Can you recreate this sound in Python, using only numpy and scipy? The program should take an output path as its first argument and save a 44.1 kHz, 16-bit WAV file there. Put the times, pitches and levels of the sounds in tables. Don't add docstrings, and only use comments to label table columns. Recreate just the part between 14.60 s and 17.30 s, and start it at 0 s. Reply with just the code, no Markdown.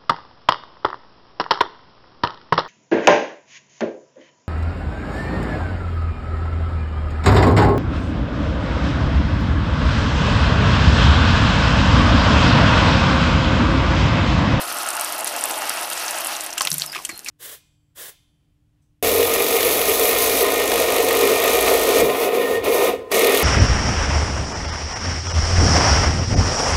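import sys
import numpy as np
from scipy import signal
from scipy.fft import rfft, irfft
from scipy.io import wavfile
from scipy.ndimage import uniform_filter1d

SR = 44100
rng = np.random.default_rng(int(sys.argv[2]) if len(sys.argv) > 2 else 0)


def boost_factor(decibels):
    exponent = np.asarray(decibels, float) / 20
    return 10 ** exponent


def output_pcm(signal):
    pcm = np.clip(np.atleast_2d(signal).T, -1, 1) * 32767
    wavfile.write(sys.argv[1], SR, np.round(pcm).astype(np.int16))


N = 119070
TIME_S = np.arange(N) / SR


def unit(x):
    return x / np.sqrt(np.mean(x ** 2))


def equalise(x, points):
    hz = np.arange(N // 2 + 1) * SR / N
    point_hz, point_db = np.array(points).T
    gain = boost_factor(np.interp(np.log(hz + 1), np.log(point_hz), point_db))
    return irfft(rfft(x) * gain, N)


def coloured_noise(points):
    return unit(equalise(rng.standard_normal(N), points))


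def ring(x, hz, width_hz):
    b, a = signal.iirpeak(hz, hz / width_hz, fs=SR)
    return signal.lfilter(b, a, x)


def walk(rate_hz):
    hold = int(SR / rate_hz)
    steps = rng.standard_normal(N // 100)[np.arange(N) // hold]
    return 1.34 * uniform_filter1d(uniform_filter1d(steps, hold), hold)


def impacts(rate_hz, spread_db):
    chance, side, size = rng.random((N, 3)).T
    landed = chance < rate_hz / SR
    return landed * np.sign(side - .5) * boost_factor(-spread_db * np.log(size + 0.0003))


def splats(rows, sharpness, crack_db, tail_db, sputter_db):
    length = 4096
    out, t = np.zeros(N + length), np.arange(length) / SR
    for start_s, level_db, pitch_hz, decay_ms in rows:
        body, crack, grain = rng.standard_normal((3, length))
        tau = max(decay_ms, .15) / 1000
        flicker = np.interp(t * 700, np.arange(200), grain[:200] ** 2)
        sputter = boost_factor(-sputter_db * flicker * np.minimum(t / 0.005, 1))
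        decay = np.exp(-t / tau) + boost_factor(tail_db) * np.exp(-t / (5 * tau))
        env = (1 - np.exp(-t / 0.00035)) * decay * sputter
        hz = min(pitch_hz, 15000)
        y = unit(ring(body, hz, hz / sharpness)) * env
        y = ring(y, hz, 2 * hz / sharpness)
        crack_hz = min(1.23 * hz, 11000)
        y = y + boost_factor(crack_db) * unit(ring(crack, crack_hz, 1.42 * crack_hz)) * env
        i = int(start_s * SR)
        out[i:i + length] += boost_factor(level_db) * y / np.abs(y).max()
    return out[:N]


# freq_hz [Hz], level_db [dB per Hz]
GARDEN_SPECTRUM = [(25, 5.5), (50, 7.5), (111, -4.5), (330, 9.5), (600, -0.5), (2600, -9.5), (8000, -38),
                   (15300, -50)]


def garden():
    return boost_factor(-55.5 + 0.73 * walk(4.2)) * coloured_noise(GARDEN_SPECTRUM)


# start_s [s], length_s [s], pitch_hz [Hz], fall_hz [Hz], level_db [dB], roughness [0 = smooth,
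# about 1 = breathy]
BIRD_TRILLS = [
    (2.266, 0.13, 5350, 297, -30, 1.1),
    (2.492, 0.11, 4700, 508, -30, .2),
]


def bird():
    throb_rate_hz = 45.4
    out = 0
    for start_s, length_s, pitch_hz, fall_hz, level_db, rough in BIRD_TRILLS:
        since = TIME_S - start_s
        u = np.clip(since / length_s, 0, 1)
        hz = pitch_hz - fall_hz * (1 - np.exp(-u / 0.132)) + rough * 190 * walk(330)
        throb = .6 - 0.27 * np.cos(2 * np.pi * throb_rate_hz * since)
        breath = 1 - rough + rough * walk(300)
        env = boost_factor(level_db - 9.6 * u) * np.sin(np.pi * u) ** 0.42
        out = out + env * throb * breath * np.sin(2 * np.pi * np.cumsum(hz) / SR)
    return out


# start_s [s], level_db [dB]
CAN_KNOCKS = [
    (2.039, -48.5),
    (2.108, -33),
    (2.363, -54),
]
# freq_hz [Hz], level_db [dB], t60_s [s]
CAN_MODES = [(148, 0, .5), (171, -2, .33), (194, -14, .2)]


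def can_boom():
    rise_s = 0.011
    out = 0
    for start_s, level_db in CAN_KNOCKS:
        u = np.maximum(TIME_S - start_s, 0)
        for k, (hz, mode_db, t60_s) in enumerate(CAN_MODES):
            env = boost_factor(level_db + mode_db - 60 * u / t60_s) * (1 - np.exp(-u / rise_s))
            out = out + (-1) ** k * env * np.sin(2 * np.pi * hz * u)
    return out


# start_s [s], peak_db [dB], pitch_hz [Hz], decay_ms [ms]
WATER_SLUGS = [(1.972, -24, 1500, 8), (1.979, -15.5, 2930, 4), (2.008, -10.5, 1160, 3.7),
               (2.025, -21.5, 5800, 28), (2.072, -24, 720, 4.1), (2.0722, -6.5, 2780, 3.8),
               (2.0505, -14.5, 2640, 1.5), (2.449, -21, 2970, 5.4), (2.122, -36, 274, 11),
               (2.24, -29, 1230, 6.2), (2.328, -26, 1800, 14), (2.333, -28, 2600, 5), (2.342, -36, 3100, 4),
               (2.3488, -16.5, 2470, 6.9), (2.349, -25, 1690, 2.5), (2.357, -26, 2600, 2.7),
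               (2.364, -17, 2550, 3.6), (2.36, -30, 2050, 9), (2.356, -22, 1170, 13),
               (2.36, -36.5, 370, 15), (2.378, -22, 2650, 5.1), (2.388, -27, 1160, 3),
               (2.398, -29, 940, 2.5), (2.407, -37, 2700, 2.5), (2.492, -21.5, 2070, 12),
               (2.492, -33, 308, 7), (2.493, -32, 1120, 7.8), (2.525, -37, 348, 4.6), (2.52, -43, 95, 9.7),
               (2.661, -20, 2550, 6.4), (2.673, -24.5, 2160, 10), (2.686, -30.5, 1020, 7.3)]


def slops():
    return splats(WATER_SLUGS, sharpness=4.5, crack_db=-7, tail_db=-30.5, sputter_db=3.1)


# start_s [s], peak_db [dB], pitch_hz [Hz], decay_ms [ms]
LAST_DROPS = [(.8388, -9, 8950, 0.89), (1.905, -18, 6100, .8), (1.928, -18.5, 5800, 2.7),
              (1.9355, -22, 9100, 0.91), (1.9785, -13, 7300, 3.8), (1.998, -16, 7500, 0.88),
              (2.0079, -8.5, 4670, 2.4), (2.0176, -8, 8200, 2.4), (2.0505, -11, 9600, 2.2),
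              (2.0624, -30, 7600, 1.5), (2.0719, -10, 5000, 0.99), (2.082, -21, 10500, .8),
              (2.103, -10, 9600, 1.4), (2.1157, -6.5, 5330, 1.1), (2.1274, -13, 9700, 2.6),
              (2.141, -9, 10500, 1.35), (2.1577, -23, 6960, 1.5), (2.1812, -10.5, 9500, 2),
              (2.1978, -10.5, 5800, 0.38), (2.2197, -7, 4200, 1.1), (2.2385, -31, 6000, 2),
              (2.2618, -15.5, 9400, 1.5), (2.3224, -26, 10000, 3.1), (2.3288, -26, 5130, 1.3),
              (2.4497, -10, 8100, 3.5), (2.4912, -21.5, 7100, 4.7), (2.5768, -18.5, 10800, 0.44),
              (2.5925, -20.5, 9300, 0.38), (2.6457, -25.5, 9700, 2.7), (2.685, -13, 5630, 5)]


def drips():
    return splats(LAST_DROPS, sharpness=2.44, crack_db=-9, tail_db=-25.5, sputter_db=1.2)


# start_s [s], peak_db [dB], pitch_hz [Hz]
FAT_DROP_TICKS = [(0.0186, -15.5, 11200), (0.041, -21, 10600), (0.061, -31, 11100), (0.0857, -25, 10500),
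                  (0.0897, -30, 8020), (0.108, -27, 11900), (0.1253, -12, 10900), (0.145, -13, 11000),
                  (0.1689, -16, 9900), (0.1855, -37, 5600), (0.1862, -9, 8700), (0.2331, -12.5, 8800),
                  (0.2648, -14, 8750), (0.2736, -20, 5670), (0.2885, -8, 8630), (0.3048, -7.5, 8700),
                  (0.3316, -22, 7200), (0.354, -15, 9890), (0.3682, -20, 6700), (0.3676, -14, 9100),
                  (0.397, -7.5, 8620), (0.411, -6.5, 10100), (0.4468, -7.5, 9200), (0.5028, -29, 11800),
                  (0.5247, -8.5, 11300), (0.5816, -28, 11300), (0.582, -13, 12300), (0.5906, -16, 9880),
                  (0.608, -11.5, 10400), (0.6454, -4, 10700), (0.6729, -8, 9200), (0.6774, -8.5, 8750),
                  (0.7637, -24, 10500), (0.7637, -11.5, 8300), (0.7983, -18, 10500), (0.8101, -11.5, 8190),
                  (0.839, -4, 8200), (0.839, -7.5, 8600), (0.856, -4.5, 10900), (0.8774, -22.5, 7600),
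                  (0.8879, -17, 9850), (0.8964, -14, 12800), (0.9106, -14, 8800), (0.9418, -26, 5040),
                  (0.9416, -19, 3720), (0.979, -14, 9700), (0.9886, -15.5, 8800), (1.0745, -17.5, 9430),
                   (1.096, -16, 5180), (1.095, -6, 9800), (1.1617, -16.5, 8980), (1.1727, -16, 5750),
                   (1.2122, -10.5, 10600), (1.2312, -15, 9750), (1.2553, -18, 11000), (1.2596, -18, 11900),
                   (1.2751, -21, 9100), (1.3015, -30, 3500), (1.3015, -13, 9860), (1.333, -10, 9100),
                   (1.3649, -24, 9350), (1.397, -13, 10500), (1.4447, -19, 5000), (1.4624, -14, 7400),
                   (1.4801, -33, 3500), (1.4813, -11.5, 5730), (1.5086, -31, 6170), (1.5097, -7, 8900),
                   (1.5449, -16, 5540), (1.5844, -13.5, 8310), (1.607, -9, 11000), (1.647, -8.5, 9100),
                   (1.6707, -23, 8000), (1.671, -5.5, 10000), (1.6931, -19, 10300), (1.7186, -26, 5300),
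                   (1.7256, -23, 9000), (1.7516, -18, 3730), (1.766, -16, 7140), (1.8074, -31, 3680),
                   (1.8083, -12, 7500), (1.839, -16, 12400), (1.8488, -20, 9330), (1.8633, -14.5, 9000),
                   (1.9039, -23, 6200)]


def ticks():
    sharpness, spatter_db, spatter_ms = 2.4, -14.5, 1.09
    length = 512
    out, t = np.zeros(N + length), np.arange(length) / SR
    for start_s, level_db, hz in FAT_DROP_TICKS:
        spatter = rng.standard_normal(length) * np.exp(-t * 1000 / spatter_ms)
        push = (t == 0) + boost_factor(spatter_db) * spatter
        y = ring(ring(push, hz, hz / sharpness), hz, hz / sharpness)
        i = int(start_s * SR)
        out[i:i + length] += boost_factor(level_db) * y / np.abs(y).max()
    return out[:N]


# freq_hz [Hz], level_db [dB]
MIST_SPECTRUM = [(900, -19.5), (1600, 1.5), (2700, 1), (5800, 3), (6900, -5.5), (9500, -2), (13000, -5.5),
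                 (15300, -5)]


def spray(level_db):
    mist = coloured_noise(MIST_SPECTRUM) * boost_factor(1.2 * walk(26.86) + 2.4 * walk(150))
    crackle = 0
    for hz in (4200, 5800, 8750, 10500, 11600):
        crackle = crackle + ring(ring(impacts(980, 3.6), hz, hz / 3.8), hz, hz / 1.8)
    when, size, pitch, decay = rng.random((450, 4)).T
    start_s, peak_db = when * (N / SR), -3.2 * np.log(size + .05)
    pitch_hz, decay_ms = 6500 + 6000 * pitch, .25 + .9 * decay ** 2
    pops = splats(np.c_[start_s, peak_db, pitch_hz, decay_ms], 3.8, -32, -20, 0)
    return boost_factor(level_db) * (boost_factor(-1.5) * mist + boost_factor(-7) * unit(crackle) + boost_factor(-5.5) * unit(pops))


# freq_hz [Hz], width_hz [Hz], level_db [dB]
POT_MODES = [(346, 128, -14), (619, 222, -4.5), (754, 146, -4), (887, 196, -1.5), (1147, 380, -4.5),
             (1344, 177, -5), (1657, 1050, -3), (2670, 530, -4)]
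# time_s [s], level_db [dB]
TRAY_DRIFT = [(.66, -2.5), (.75, 0.5), (.95, -3), (1.03, 3.5), (1.22, 2), (1.9, 2.5)]


def drumming(level_db, hollow_db):
    rim_low_hz, rim_high_hz = 1100, 1500
    tray_db = np.interp(TIME_S, *np.array(TRAY_DRIFT).T)
    common = unit(impacts(2500, 4.5))
    out = 0
    for hz, width_hz, mode_db in POT_MODES:
        x = common + 1.09 * unit(impacts(2000, 2.33))
        shift_db = 0
        if hz < rim_low_hz:
            shift_db = hollow_db
        elif rim_low_hz < hz < rim_high_hz:
            shift_db = -hollow_db
        elif hz > rim_high_hz:
            shift_db = tray_db
        mode = unit(ring(ring(x, hz, width_hz), hz, 1.5 * width_hz))
        out = out + boost_factor(mode_db + shift_db + 0.52 * walk(11.82)) * mode
    return unit(out) * boost_factor(level_db + 1.02 * walk(40.8))


# time_s [s], drumming_db [dB], hollow pots against rims [dB], spray_db [dB]
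ROSE_FLOW = [(0, -27.5, -0.5, -34), (.2, -26.5, -3, -34), (.52, -27, -2, -35), (.64, -28.5, 1, -36),
             (.95, -26, 1, -34), (1.15, -29.5, -1, -35.5), (1.5, -29, 0, -33), (1.76, -30, -1, -34.5),
             (1.88, -35, 3, -38), (1.95, -36.5, 0.5, -45), (2.06, -33.5, 0, -53), (2.1, -43.5, -5.5, -40),
             (2.25, -45.5, 4.5, -37), (2.29, -42.5, 0, -47), (2.41, -50.5, 6.5, -44.5),
             (2.53, -47.5, -2, -44.5), (2.63, -51.5, -2, -52.5), (2.67, -59, 5, -44)]


def shower():
    time_s, *columns = np.array(ROSE_FLOW).T
    drum_db, hollow_db, spray_db = (np.interp(TIME_S, time_s, c) for c in columns)
    return drumming(drum_db - 2.5, hollow_db) + spray(spray_db + 1.4)


def reflections(x):
    u = np.arange(3000) / SR
    echo = rng.standard_normal(3000) * boost_factor(-60 * u / 0.055) * (u > .002)
    echo = echo / np.sqrt(np.sum(echo ** 2))
    return boost_factor(-11) * signal.fftconvolve(x, echo)[:N]


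def scene():
    water = shower() + ticks() + drips() + slops()
    return (water + reflections(water) + can_boom() + bird() + garden())[None]


# freq_hz [Hz], gain_db [dB]
OVERALL_RESPONSE = [(20, -8), (50, 1), (15200, 0), (15560, -33), (16400, -46)]


def overload_and_response(x):
    return equalise(np.tanh(1.154 * x) / 1.054, OVERALL_RESPONSE)


def band_limit(x):
    return signal.sosfilt(signal.butter(12, 16520, fs=SR, output="sos"), x)


def record(dry):
    mix = overload_and_response(dry)
    return band_limit(mix)


dry = scene()
out = record(dry)
output_pcm(out)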